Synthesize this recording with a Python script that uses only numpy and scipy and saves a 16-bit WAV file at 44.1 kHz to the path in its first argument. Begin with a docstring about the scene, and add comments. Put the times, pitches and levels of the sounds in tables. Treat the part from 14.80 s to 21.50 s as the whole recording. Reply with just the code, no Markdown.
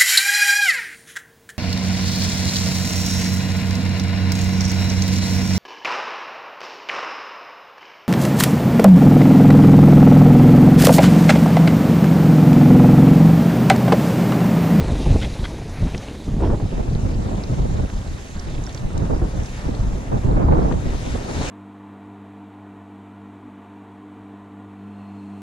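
"""A rocky shore, on a small camera's two microphone ports, out in gusty wind.
Right at the ports the wind rumbles, roars and buffets as lumpy pressure and small eddies.
Farther off and below, the sea washes and its foam fizzes; close by, drops splash on rock
and hands scuff a fishing reel, which rings briefly.
The camera starts in mono on the right port, then opens most of the way to stereo."""
import sys
import numpy as np
from scipy import signal
from scipy.fft import rfft, irfft
from scipy.io import wavfile
from scipy.ndimage import uniform_filter1d

SR = 44100
rng = np.random.default_rng(int(sys.argv[2]) if len(sys.argv) > 2 else 0)


def transcribe(u):
    """Save the signal u as a 16-bit wav file named by the first command-line argument.

    u: samples, shape (n,) or (channels, n), limited to [-1, 1]; the rate is SR.
    q: integer samples, one column per channel.
    """
    v = np.clip(np.atleast_2d(u).T, -1, 1)
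    q = np.round(v * 32767).astype(np.int16)
    wavfile.write(sys.argv[1], SR, q)


N = 295470
HZ, FRAME_S = np.fft.rfftfreq(512, 1 / SR), np.arange(N // 128 + 2) * 128 / SR  # bands, frame times

# the sea below: (time [s], level [dB], body around 1 kHz [dB], left-right [dB])
SEA_WASH = [(0.0, -42, 5, 6.5), (0.28, -42, -6, 1), (0.41, -43.5, -11, -2), (0.78, -50, 5.5, 0),
            (1.06, -48, 3.5, -0.5), (1.68, -48.5, -3.5, 5), (2.56, -47, 3, 4.5), (3.5, -47, 0.5, 1),
            (3.97, -48, 3.5, 1), (4.35, -49, 6, 4), (4.55, -47.5, 4.5, 4), (4.79, -44, -1.5, 2),
            (4.91, -47.5, 4, 4.5), (5.43, -48.5, 4.5, 4), (5.67, -52, 19, 5), (6.05, -45, 0, 6),
            (6.27, -41.5, 0, 5.5), (6.47, -43, -1.5, 5.5), (6.56, -38, 3, 5.5), (6.7, -36, -3, 4)]
# colour of the wash as heard, with the treble cut off above 13 kHz: (frequency [Hz], level [dB])
HEARD_WASH_SPECTRUM = [(350, -3), (600, -3.5), (1100, -7), (1800, -8), (2400, -9.5), (3100, -15),
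                       (5100, -17), (7600, -21), (8100, -24), (10200, -25.5), (11200, -33.5), (12600, -32),
                       (13500, -39), (15200, -56)]
# how alike the sea is at the two ports: (frequency [Hz], coherence [0-1])
SEA_COHERENCE = [(500, 0.91), (1000, 0.84), (1800, 0.33), (2700, 0.63), (4000, 0.25), (5200, 0.31),
                 (6800, 0.36), (9000, 0.083), (13000, .1)]
# resonances of a port: (frequency [Hz], half-width [Hz], gain [dB])
PORT_RESONANCES = [(2270, 160, -1), (3730, 77, 3.5), (4540, 1200, -1), (6400, 710, 6)]
# drops on nearby rock: (time [s], level [dB], pitch [Hz], left-right [dB], bandwidth [Hz])
ROCK_SPLASHES = [(1.1776, -27, 5090, 0, 2600), (1.284, -31.5, 2670, 2, 800), (1.6248, -35, 1970, 1, 600),
                 (2.1495, -33.5, 3770, -3, 2200), (2.6364, -29, 4540, 1, 2600),
                 (3.099, -31, 1870, -6, 2556), (3.2749, -38, 4010, -3, 1200), (3.595, -29, 5650, -10, 1700),
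                 (3.65, -35, 1700, 2, 600), (3.684, -39, 2120, -10, 2300), (3.75, -31.5, 2584, -8, 2100),
                 (3.78, -29, 2170, -2, 1200), (3.838, -30, 6400, -3, 1400), (3.865, -30, 5600, -4, 800),
                 (3.872, -26.5, 1600, -4, 600), (3.892, -32.5, 3400, -2, 2200), (3.896, -34, 1920, 2, 600),
                 (3.9262, -34, 6260, -9, 1500), (3.9464, -29, 5800, -8, 2600),
                 (3.975, -28.5, 4440, 0, 3100), (4.177, -30, 6150, 16, 6000), (4.5985, -32, 6100, 3, 2400),
                 (4.603, -32, 2260, 8, 500), (4.633, -32, 6200, -10, 2100), (4.6587, -32, 5300, -3, 1500),
                 (4.9493, -34, 4170, 14, 2510), (5.9225, -26, 1900, 17, 3000), (6.264, -29, 2430, 8, 500),
                 (6.6868, -29, 6060, -11, 1900)]
# hands on the reel: (time [s], level [dB], length [s], favoured pitch [Hz], upper ring [dB])
REEL_SCUFFS = [(0.414, -26, 0.007, 1420, 2), (0.4237, -20, 0.0071, 2020, 10), (0.431, -22, 0.01, 2060, -2),
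               (0.444, -23.5, 0.012, 2480, -3), (0.6416, -20.5, 0.012, 1460, -2.5),
               (0.653, -19.5, 0.0077, 1530, -5), (1.147, -21, 0.0036, 2500, -26)]
# ringing of the reel: (frequency [Hz], bandwidth [Hz], level [dB])
REEL_MODES = [(1530, 140, 4), (2040, 250, 8.5), (2520, 320, 0), (3250, 370, 2), (4270, 540, -18)]
# sharp puffs of roar: (time [s], level [dB], left-right [dB])
WIND_PUFFS = [(0.087, -21.5, -3), (0.153, -22.5, -4), (0.313, -24, -7), (1.025, -28, 0), (1.147, -22, -2),
              (1.482, -23, 14), (1.604, -19.5, 15), (1.639, -20, 2), (1.7, -17, 15), (1.799, -23, -2),
              (4.105, -31, -2.5), (4.221, -22.5, -7), (4.3, -31, -1), (4.416, -24.5, -4),
              (4.429, -25.5, -6), (5.319, -26, 12), (5.483, -33, -1), (5.53, -35, 0), (5.617, -23.5, -2),
              (5.683, -19, 1), (5.723, -16, 2), (5.913, -16.5, 5), (6.134, -26.5, 4), (6.608, -21.5, 0)]
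# single shoves of air: (time [s], level [dB], pitch [Hz], left-right [dB])
WIND_BUFFETS = [(0.305, -1.5, 88, -3), (1.02, -13.5, 133, -10), (1.479, -20, 61.9, 2),
                (1.566, -11, 172, -6), (2.082, -8.5, 84, 2.5), (2.461, -17, 98, 4), (2.684, -25, 76.6, 2),
                (4.861, -19, 128, 20), (4.995, -20, 61, 2), (5.324, -25, 61.9, -2), (5.446, -30, 76, 1)]
# breeze under the gusts: (time [s], rumble [dB], roar [dB])
BREEZE_LEVELS = [(0, -21, -34), (.7, -31, -35.5), (.95, -28, -41), (1.35, -35, -39), (2.3, -23, -32),
                 (3.4, -36, -44.5), (3.9, -29, -44.5), (4.7, -31, -44), (5.25, -28, -37.5),
                 (6.2, -26.5, -40), (6.45, -31, -32.5), (6.7, -32, -32.5)]
# gusts on the ports: (time at full strength [s], hold [s], rumble [dB], roar [dB], swirl [dB])
WIND_GUSTS = [(0.0, 0.046, -31, -28.5, 1), (.085, 0.036, -14, -28, 1), (0.204, .04, -20.5, -39, -3),
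              (0.269, 0.093, -11.5, -29.5, 0), (0.434, 0.036, -22, -31.5, 3),
              (0.602, 0.027, -19.5, -38, -1.5), (0.797, 0.009, -30, -38.5, -3),
              (1.029, 0.016, -12.5, -29, -1), (1.145, 0.0073, -19, -30.5, -2), (1.317, 0.011, -28, -42, -2),
              (1.475, 0.18, -18.5, -34, -1.5), (1.628, 0.059, -15.5, -21, -0.5),
              (1.715, 0.026, -16, -24, -1.5), (1.828, 0.013, -16.5, -28, 1.5),
              (1.928, 0.077, -19.5, -31, 2), (2.09, 0.093, -18.5, -35.5, -5),
              (2.247, 0.01, -16.5, -31.5, -2), (2.348, 0.029, -15.5, -39.5, -7),
              (2.46, 0.13, -24.5, -32, 0.5), (2.706, 0.03, -14.5, -32.5, -3), (2.786, 0.26, -19, -34, 4),
              (3.153, 0.041, -21.5, -40, 1), (3.29, 0.023, -20.5, -41, -2), (3.556, 0.049, -24, -51, -7),
              (3.678, 0.16, -24.5, -41.5, 2), (4.032, 0.024, -18, -37, 6), (4.154, 0.093, -17.5, -31.5, 3),
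              (4.303, .05, -19.5, -28, 3), (4.415, 0.017, -13, -26, -0.5), (4.556, 0.064, -19, -33.5, 3),
              (4.744, 0.017, -26, -47, 2), (4.86, 0.066, -22, -32.5, 3.5), (4.992, 0.14, -19, -42, 0),
              (5.327, 0.021, -19, -27, 8), (5.36, 0.01, -17, -38, -8), (5.453, 0.1, -18, -30.5, 4.5),
              (5.572, 0.034, -18, -23.5, 6.5), (5.638, 0.079, -11.5, -26.5, 4),
              (5.724, 0.14, -16.5, -22.5, 4.5), (5.901, 0.066, -19, -30.5, 5.5), (6.064, .01, -16, -29, 2),
              (6.14, 0.014, -17.5, -31, 3), (6.303, 0.034, -22, -35.5, 5), (6.597, 0.0074, -15.5, -32, -4)]
# wind pressure common to both ports: (frequency [Hz], level [dB])
PRESSURE_SPECTRUM = [(8.8, -28), (15, -4), (44, -0.5), (122, -7.5), (288, -16), (320, -18.5), (609, -27),
                     (1500, -45.5), (1810, -53), (2500, -65), (3250, -62), (5500, -120)]
# small eddies that push the ports opposite ways: (frequency [Hz], level [dB])
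EDDY_SPECTRUM = [(9, -36), (15, -14), (43, -11.5), (81, 0), (140, -1), (250, -5.5), (500, -10), (850, -13),
                 (1250, -23.5), (1700, -39.5), (2500, -42), (5500, -120)]
# tone of the mono opening, softer middle, brighter hiss reaching 15 kHz: (frequency [Hz], gain [dB])
MONO_OPENING_TONE = [(100, -2), (300, -2), (1300, -5), (2200, -1), (4000, 3.5), (6500, -3), (11000, 3.5),
                     (13000, -2), (15000, 16)]
# the camera opening to stereo: (time [s], stereo share [0-1])
STEREO_OPENING = [(1.31, 0), (1.6, 0.31), (2.05, 0.71)]


def amp(db):
    """Gain of a level in dB."""
    return 10 ** (np.asarray(db) / 20)


def unit_rms(x):
    """Scales to rms 1."""
    return x / np.sqrt(np.mean(x ** 2) + 1e-20)


def curve_at(points, hz):
    """Spectrum points joined on a log frequency axis."""
    f, value = np.transpose(points)
    return np.interp(np.log(hz + 1), np.log(f + 1), value)


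def controls(table):
    """Each control of a timed table at frame rate."""
    s, *rest = np.transpose(table)
    return [np.interp(FRAME_S, s, column) for column in rest]


def place(mix, s, sound, pan_db):
    """Mixes a sound into both ports at time s; positive pan is left."""
    part = mix[:, round(s * SR):][:, :len(sound)]
    part += amp([[pan_db / 2], [-pan_db / 2]]) * sound[:part.shape[1]]


def coloured(x, spectrum, lo_hz, hi_hz):
    """Gives white noise a spectrum, with rms 1 in the band lo-hi."""
    hz = np.fft.rfftfreq(N, 1 / SR)
    gain = amp(curve_at(spectrum, hz))
    band_rms = np.sqrt(np.mean(gain ** 2 * (hz > lo_hz) * (hz < hi_hz)))
    return irfft(rfft(x) * gain / band_rms, N)


def shaped(x, field_db):
    """Applies a level that changes over frequency and time."""
    frames = signal.stft(x, nperseg=512, noverlap=384)[2]
    frames = frames * amp(field_db[..., :frames.shape[-1]])
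    return signal.istft(frames, nperseg=512, noverlap=384)[1][..., :N]


def patches(bins, frames):
    """Random field of soft blotches over frequency and time."""
    field = rng.standard_normal((len(FRAME_S), len(HZ))).T
    for _ in range(2):
        field = uniform_filter1d(uniform_filter1d(field, bins, axis=0), frames, axis=1)
    return unit_rms(field)


def right_port_late(x, lag_s=0.00025):
    """Sound from the water reaches the right port later."""
    shift = np.exp(-2j * np.pi * np.fft.rfftfreq(N, 1 / SR) * lag_s)
    return np.array([x[0], irfft(rfft(x[1]) * shift, N)])


def housing(x, cutoff_hz=9000):
    """The camera housing dulls the top of close sounds."""
    return signal.sosfilt(signal.butter(3, cutoff_hz, fs=SR, output="sos"), x)


def sea(pops_per_s=1500):
    """Distant wash with bursting foam, coloured by the ports."""
    level_db, body_db, pan_db = controls(SEA_WASH)
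    pop_size = amp(3.6 * np.minimum(rng.exponential(1, N), 5))
    foam = pop_size * (rng.random(N) < pops_per_s / SR) * rng.choice([-1, 1], N)
    right = unit_rms(rng.standard_normal(N) + 0.35 * unit_rms(foam))
    alike = np.clip(curve_at(SEA_COHERENCE, np.fft.rfftfreq(N, 1 / SR)), 0, 1)
    left = irfft(alike * rfft(right) + np.sqrt(1 - alike ** 2) * rfft(rng.standard_normal(N)), N)
    octaves = np.log2((HZ[:, None] + 1) / 3500)
    treble = np.clip(np.minimum(octaves, 3.5 - 2 * octaves), -0.3, 1)
    tone_db = -0.03 * (level_db + 47) * treble  # a louder wash is a little duller at 7 kHz
    tone_db += body_db * np.clip(-0.7 * octaves - 0.3, 0, 1)
    # steady microphone hiss above 10 kHz follows the wash less
    tone_db -= 0.5 * (level_db + 50.5) * np.clip(2 * octaves - 2.6, 0, 1)
    port_db = sum(db / (1 + ((HZ[:, None] - hz) / width) ** 2) for hz, width, db in PORT_RESONANCES)
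    flicker_db = 1.22 * patches(bins=7, frames=20) + 0.99 * patches(bins=40, frames=3)
    field_db = level_db + tone_db + port_db + flicker_db + 0.11
    wash = coloured(np.array([left, right]), HEARD_WASH_SPECTRUM, lo_hz=2000, hi_hz=5000)
    return shaped(wash, np.array([field_db + pan_db / 2, field_db - pan_db / 2]))


def droplets(voices=24, drops_per_s=4.0):
    """Scattered small plops, each a few cycles rising in pitch; their level follows the wash."""
    out = np.zeros((2, N))
    level = amp(np.interp(np.arange(N) / SR, FRAME_S, controls(SEA_WASH)[0]) - 3)
    for log_hz, cycles, pan_db in rng.uniform([np.log(1300), 4, -6], [np.log(7500), 14, 4], (voices, 3)):
        age = np.arange(0, 1, np.exp(log_hz) / cycles / SR)
        plop = np.sin(2 * np.pi * cycles * age * (1 + 0.11 * age)) * np.sin(np.pi * age ** 0.69) ** 2
        hits = amp(3.25 * np.minimum(rng.exponential(1, N), 4)) * (rng.random(N) < drops_per_s / SR)
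        place(out, 0, signal.oaconvolve(hits * level, plop), pan_db)
    return out


def splashes(t60_s=0.017, rise_s=0.00068):
    """Drops hit nearby rock: each a tick of tone with a broad band of noise round it."""
    out = np.zeros((2, N))
    t, hz = np.arange(2048) / SR, np.fft.rfftfreq(2048, 1 / SR)
    for s, db, pitch, pan_db, width in ROCK_SPLASHES:
        spray = irfft(rfft(rng.standard_normal(len(t))) / (1 + (2 * (hz - pitch) / width) ** 2))
        tick = 0.95 * unit_rms(spray) + 0.68 * np.sin(2 * np.pi * pitch * t)
        envelope = amp(db - 60 * t / t60_s) * (1 - np.exp(-t / rise_s))
        place(out, s, tick * envelope, pan_db)
    return out


def reel_scuffs():
    """Close, rough knocks of hands on the reel; the place of contact favours one low mode."""
    out, t = np.zeros((2, N)), np.arange(2500) / SR
    hz, width, mode_db = np.transpose(REEL_MODES)
    modes = np.sin(2 * np.pi * np.outer(t, hz)) * np.exp(-np.pi * np.outer(t, width))
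    for s, db, length, favoured_hz, upper_db in REEL_SCUFFS:
        rub = rng.standard_normal(len(t)) * np.exp(-(t / length) ** 2)
        rub[0] += 6.0  # the first contact
        share_db = np.where(hz > 3000, upper_db, -6.0 * ((hz - favoured_hz) / 400) ** 2)
        ring = signal.fftconvolve(rub, modes @ amp(mode_db + share_db))[:len(t)]
        place(out, s, amp(db) * ring / abs(ring).max(), pan_db=0)
    return out


def puffs(rise_s=0.00028, decay_s=0.012, tilt_db_per_octave=-9):
    """Sudden bursts of turbulence right at the ports."""
    out = np.zeros((2, N))
    t, hz = np.arange(4096) / SR, np.fft.rfftfreq(4096, 1 / SR) + 1
    colour = amp(tilt_db_per_octave * np.log2(hz / 600)) / (1 + (250 / hz) ** 2) / (1 + (hz / 1800) ** 4)
    envelope = (1 - np.exp(-t / rise_s)) * np.exp(-t / decay_s)
    for s, db, pan_db in WIND_PUFFS:
        burst = unit_rms(irfft(rfft(rng.standard_normal(len(t))) * colour))
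        place(out, s, amp(db) * burst * envelope, pan_db)
    return out


def buffets():
    """Air pushes and pulls on the ports: low thumps that die away in about two cycles."""
    out = np.zeros((2, N))
    for s, db, hz, pan_db in WIND_BUFFETS:
        periods = np.arange(0, 2.5, hz / SR)
        envelope = 2.2 * periods * np.exp(1 - periods * 2.9)
        swing = np.sin(2 * np.pi * (periods ** 1.27 + rng.random()))
        place(out, s, amp(db) * envelope * swing, pan_db)
    return out


def gusts(rise_db_per_s=476, fall_db_per_s=295):
    """Rumble, roar and swirl in dB: each gust swells over the breeze and sets the swirl while it leads."""
    s, hold, rumble_db, roar_db, swirl_db = np.transpose(WIND_GUSTS)[..., None]
    fade_db = rise_db_per_s * np.maximum(s - FRAME_S, 0)
    fade_db += fall_db_per_s * np.maximum(FRAME_S - s - hold, 0)
    breeze_rumble, breeze_roar = amp(controls(BREEZE_LEVELS)) ** 2  # breeze and gusts add as powers
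    gust_roars = amp(roar_db - fade_db) ** 2
    rumble = breeze_rumble + (amp(rumble_db - fade_db) ** 2).sum(axis=0)
    roar = breeze_roar + gust_roars.sum(axis=0)
    return 10 * np.log10(rumble), 10 * np.log10(roar), (swirl_db * gust_roars).sum(axis=0) / roar


def wind(eddy_rumble_db=-11, eddy_roar_db=-9.5):
    """Lumpy pressure on both ports, rumble below and roar above, plus eddies of opposite sign."""
    rumble_db, roar_db, swirl_db = gusts()
    octaves = np.log2((HZ[:, None] + 1) / 130)
    high = np.clip(octaves / 1.57, 0, 1)  # share of the roar in each band
    reach_db = 0.16 * (roar_db + 27) * np.clip(octaves - 2.2, 0, 1.5)  # a stronger roar reaches higher
    flutter_db = 2.0 * high * patches(bins=40, frames=3)  # the roar comes in ragged bursts
    lumps_db = 0.46 * patches(bins=30, frames=5) + 1.16 * patches(bins=5, frames=4)
    field_db = (1 - high) * rumble_db + high * (roar_db + 10.5) + reach_db + flutter_db + lumps_db - 0.7
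    pressure = shaped(coloured(rng.standard_normal(N), PRESSURE_SPECTRUM, lo_hz=25, hi_hz=200), field_db)
    eddy_db = field_db + (1 - high) * eddy_rumble_db + high * eddy_roar_db + swirl_db
    eddy_db += 1.7 * patches(bins=8, frames=5)
    eddies = shaped(coloured(rng.standard_normal(N), EDDY_SPECTRUM, lo_hz=25, hi_hz=200), eddy_db)
    return np.array([pressure + eddies, pressure - eddies])


def scene():
    """The shore at the two ports: drops and reel close by, wind on the camera, sea below."""
    close = housing(right_port_late(splashes() + droplets()) + reel_scuffs())
    return wind() + buffets() + puffs() + right_port_late(sea()) + close


def record(dry, ceiling=0.8, band_limit_hz=15100):
    """The camera fades from the right port alone toward stereo; soft overload, then the band limit."""
    pad = 2255  # samples that keep the filters clear of the ends
    dry = np.pad(dry, ((0, 0), (pad, pad)), "reflect", reflect_type="odd")
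    size = dry.shape[1]
    stereo_share = np.interp((np.arange(size) - pad) / SR, *np.transpose(STEREO_OPENING))
    mono = irfft(rfft(dry[1]) * amp(curve_at(MONO_OPENING_TONE, np.fft.rfftfreq(size, 1 / SR))), size)
    blend = mono + stereo_share * (dry - mono)
    overloaded = ceiling * np.tanh(blend / ceiling)
    lowpass = signal.firwin(511, band_limit_hz, window=("kaiser", 9), fs=SR)
    return signal.oaconvolve(overloaded, lowpass[None], "same")[:, pad:-pad]


dry = scene()
out = record(dry)
transcribe(out)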